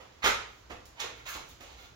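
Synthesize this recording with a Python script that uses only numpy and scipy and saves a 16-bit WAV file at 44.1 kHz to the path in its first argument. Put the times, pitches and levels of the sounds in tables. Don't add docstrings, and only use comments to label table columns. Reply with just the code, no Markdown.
import sys
import numpy as np
from scipy import signal
from scipy.fft import rfft, irfft, next_fast_len
from scipy.io import wavfile

SR = 44100
rng = np.random.default_rng(int(sys.argv[2]) if len(sys.argv) > 2 else 0)


def to_wav(sig):
    pcm = np.clip(np.atleast_2d(sig), -1, 1) * 32767
    pcm = np.round(pcm).astype(np.int16)
    wavfile.write(sys.argv[1], SR, pcm.T)


N = 85995
TIME = np.arange(N) / SR


def amp(db):
    return 10 ** (np.asarray(db) / 20)


def unit(x):
    return x / np.sqrt(np.mean(x ** 2) + 1e-20)


def along(points, hz):
    f, v = np.transpose(points)
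    return np.interp(np.log(hz + 1), np.log(f + 1), v)


def filtered(x, response):
    n = x.shape[-1]
    padded = next_fast_len(n + SR // 4)
    return irfft(rfft(x, padded) * response(np.fft.rfftfreq(padded, 1 / SR)), padded)[..., :n]


def shelves(hz, bass_db, treble_db, bass_hz=543, treble_hz=3240):
    return bass_db / (1 + (hz / bass_hz) ** 2) + treble_db * hz ** 2 / (hz ** 2 + treble_hz ** 2)


def envelope(start, rise, hold, fall_db_per_s):
    t = TIME - start
    return np.clip(t / max(rise, 1 / SR), 0, 1) * amp(-fall_db_per_s * np.maximum(t - rise - hold, 0))


def grit(colour_db, grains_per_s=5000, spread_db=3):
    sizes = amp(spread_db * rng.standard_normal(N))
    grain = (np.arange(N) * grains_per_s / SR).astype(int)
    return unit(filtered(rng.standard_normal(N) * sizes[grain], lambda hz: amp(colour_db(hz))))


def ringing(x, modes, depth):
    def response(hz):
        return 1 + sum((amp(depth * db) - 1) * 1j * hz * width / (centre**2 - hz**2 + 1j * hz * width)
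                       for centre, width, db in modes)
    return filtered(x, response)


# f/Hz, correlation
COHERENCE = [(50, 1), (130, 0.82), (300, 0.71), (600, -0.25), (1200, 0.16), (2500, 0.0012), (15000, 0.096)]
# f/Hz, level/dB
BALANCE = [(50, -1), (300, -2), (700, -2.5), (2500, -2.5), (6000, -4), (9000, 4), (15000, 1)]
def diffuse(pair):
    def weights(hz):
        angle = np.arccos(np.clip(along(COHERENCE, hz), -1, 1)) / 2
        return np.array([np.cos(angle), np.sin(angle)])
    mid, side = filtered(pair, weights)
    left_right = np.array([mid + side, mid - side])
    return filtered(left_right, lambda hz: amp(along(BALANCE, hz) * np.array([[.5], [-.5]])))


def room_noise(spectrum):
    field = diffuse(rng.standard_normal((2, N)))
    return unit(filtered(field, lambda hz: amp(along(spectrum, hz))))


# t/s, rise/s, hold/s, level/dB, bass/dB, treble/dB, ring depth, thud level/dB
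LOADS = [(0.0, 0.0013, 0.02, -52, 10, -1.5, 0.8, -90), (0.239, 0.0072, 0.026, -22.5, -5.5, 3, 0.48, -41),
         (0.695, 0.01, 0.013, -42.5, 5, -3.5, 0.02, -50), (1.009, 0.023, 0.013, -43, 6, -6, 0.64, -59),
         (1.343, 0.015, 0.006, -47.5, 10.5, -10, 0.2, -54),
         (1.602, 0.0037, 0.031, -49, 11.5, 12.5, 0.65, -62)]
# f/Hz, level/dB
SPLAT_SPECTRUM = [(40, -26), (120, -26.5), (200, -19), (380, -9), (520, -5.5), (900, -9.5), (1250, -3.5),
                  (1650, -10), (2100, -9.5), (3000, -12), (4300, -19), (7200, -19.5), (11000, -19.5),
                  (15500, -18)]
# f/Hz, bandwidth/Hz, lift at depth 1/dB
WALL_MODES = [(490, 14, 11), (728, 14, 10), (835, 10, 9), (1092, 9, 11), (1190, 14, 6), (1269, 14, 9),
              (1870, 12, 7), (2089, 20, 6), (2690, 14, 6), (3086, 16, 8), (4180, 22, 7)]
def splats():
    loads = []
    for start, rise, hold, db, bass_db, treble_db, depth, _ in LOADS:
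        lumps = grit(lambda hz: along(SPLAT_SPECTRUM, hz) + shelves(hz, bass_db, treble_db))
        shower = envelope(start, rise, hold, fall_db_per_s=500) * lumps
        loads.append(amp(db) * ringing(shower, WALL_MODES, depth))
    return loads


# f/Hz, level/dB
THUD_SPECTRUM = [(25, -7), (60, 0), (125, -9), (180, -11.5), (300, -4.5), (600, -26), (2000, -82)]
def thuds():
    push = sum(amp(db) * envelope(start, rise=.0046, hold=.004, fall_db_per_s=141)
               for start, *_, db in LOADS)
    return push * room_noise(THUD_SPECTRUM)


# t/s, rise/s, hold/s, level/dB, bass/dB, treble/dB, ring depth, edge re rasp/dB
STROKES = [(0.0, 0.005, 0.19, -68, 12, -9, 0.25, -12), (0.219, 0.025, 0.01, -29.5, -34.5, -29.5, 0.66, -19),
           (0.454, 0.025, 0.14, -64.5, -2, 12, 0.35, 1), (0.952, 0.034, .005, -51.5, -14, -29, 0.43, -12),
           (0.992, 0.0091, 0.018, -36, -10, -9, 0.31, -30), (1.131, 0.036, 0.03, -57, 0, -12, 1, -2),
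           (1.251, 0.013, 0.014, -40.5, -4.5, -8.5, 0.73, -20), (1.27, 0.023, .005, -42, 4, 5.5, 1.74, 11),
           (1.315, 0.018, 0.023, -39, -2, 1.5, 0.22, -14), (1.422, 0.064, 0.027, -52.5, -6, 9, 0.33, -27),
           (1.6, 0.0088, 0.13, -55.5, 17, -4, 0.19, -24), (1.76, 0.024, 0.066, -54.5, 8.5, -4, 0.75, -2.5)]
# f/Hz, level/dB
RASP_SPECTRUM = [(100, -44), (400, -12), (900, -1), (1400, -7.5), (2200, -1), (3800, 0), (5000, -7.5),
                 (6700, -4), (10000, -6.5), (15500, -2)]
# f/Hz, level/dB
EDGE_SPECTRUM = [(1000, -56), (6000, -28), (9000, -14), (12000, -12), (13500, -4), (15500, -4.5)]
# f/Hz, bandwidth/Hz, lift at depth 1/dB
BLADE_MODES = [(1400, 28, 17), (2165, 78, 9.5), (4180, 52, 7.5), (6360, 150, 5.5)]
STROKE_FALL_DB_PER_S = 412
def scrapes():
    strokes = []
    for start, rise, hold, db, bass_db, treble_db, depth, edge_db in STROKES:
        rasp = grit(lambda hz: along(RASP_SPECTRUM, hz) + shelves(hz, bass_db, treble_db))
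        edge = amp(edge_db) * grit(lambda hz: along(EDGE_SPECTRUM, hz))
        friction = envelope(start, rise, hold, STROKE_FALL_DB_PER_S) * (rasp + edge)
        strokes.append(amp(db) * ringing(friction, BLADE_MODES, depth))
    return strokes


# f/Hz, level/dB
RUMBLE_SPECTRUM = [(20, -56), (35, -9), (50, 0.5), (65, 0.5), (80, -8), (110, -5.5), (160, -15.5),
                   (400, -25), (1500, -59)]
# t/s, level/dB
RUMBLE_SWELLS = [(0, -61), (.2, -64.5), (.35, -53), (.55, -62.5), (.9, -58.5), (1.0, -62.5), (1.2, -59.5),
                 (1.5, -57.5), (1.6, -59), (1.95, -57.5)]
def rumble():
    level_db = np.interp(TIME, *np.transpose(RUMBLE_SWELLS))
    return amp(level_db) * room_noise(RUMBLE_SPECTRUM)


# f/Hz, level/dB
HISS_SPECTRUM = [(100, -19.5), (300, -0.5), (1000, -2), (2000, -7.5), (6500, -13), (10000, -16.5),
                 (15500, -13.5)]
def hiss(db=-58.5):
    return amp(db) * room_noise(HISS_SPECTRUM)


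# t/s, level/dB, treble tilt/(dB per octave)
CONTACTS = [(0.854, -41, 2), (1.001, -32.5, -7.5), (1.4884, -35.5, 12), (1.608, -52, -22)]
# f/Hz, level/dB
TICK_SPECTRUM = [(300, -52), (2000, -2.5), (4200, -4), (7000, 1), (10000, 1.5), (15500, 3.5)]
def ticks(pivot_hz=7000):
    out = np.zeros(N)
    for start, db, tilt in CONTACTS:
        contact = grit(lambda hz: along(TICK_SPECTRUM, hz) + tilt * np.log2(hz / pivot_hz + .5))
        out += amp(db) * envelope(start, rise=.0015, hold=0, fall_db_per_s=856) * contact
    return out


# t/s, duration/s, first f/Hz, last f/Hz, level/dB
SQUEEZES = [(1.016, .04, 800, 474, -58.5), (1.265, .11, 1750, 893, -50.5)]
def squelches(half_width_hz=260, rise_s=.016):
    out = np.zeros(N)
    for start, length, first_hz, last_hz, db in SQUEEZES:
        pitch = np.interp(TIME, [start, start + length], [first_hz, last_hz])
        carrier = np.exp(2j * np.pi * np.cumsum(pitch) / SR)
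        flutter = filtered(rng.standard_normal((2, N)), lambda hz: 1 / (1 + (hz / half_width_hz) ** 2))
        band = unit(np.real((flutter[0] + 1j * flutter[1]) * carrier))
        out += amp(db) * envelope(start, rise_s, length - rise_s, STROKE_FALL_DB_PER_S) * band
    return out


# f/Hz, T60/s
ROOM_T60 = [(80, 0.27), (300, 0.53), (1000, 0.45), (2500, 0.5), (5000, 0.46), (7500, 0.4), (10000, 0.36),
            (15500, 0.22)]
def room(x, build_s=.00067, direct_db=-2.5, pan_db=8, lag_s=.0002):
    hz, t, spectra = signal.stft(rng.standard_normal((2, SR)), SR, nperseg=256)
    decay = amp(-60 * t / along(ROOM_T60, hz)[:, None])
    tail = signal.istft(spectra * decay, SR, nperseg=256)[1]
    tail *= 1 - np.exp(-np.arange(tail.shape[1]) / SR / build_s)
    tail = diffuse(tail / np.linalg.norm(tail[0]))
    sides = np.array([[-.5], [.5]])
    gains = amp(direct_db + pan_db * sides)
    direct = filtered(x, lambda hz: gains * np.exp(2j * np.pi * hz * lag_s * sides))
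    return direct + signal.fftconvolve(x[None], tail, axes=1)[:, :N]


def scene():
    work = sum(room(x) for x in splats() + scrapes() + [squelches(), ticks()])
    return work + thuds() + rumble() + hiss()


# f/Hz, gain/dB
MIC_RESPONSE = [(7200, 0.5), (7900, -13.5), (15500, -13)]
def record(dry, top_hz=15800):
    return filtered(dry, lambda hz: amp(along(MIC_RESPONSE, hz)) * (hz < top_hz))


dry = scene()
out = record(dry)
to_wav(out)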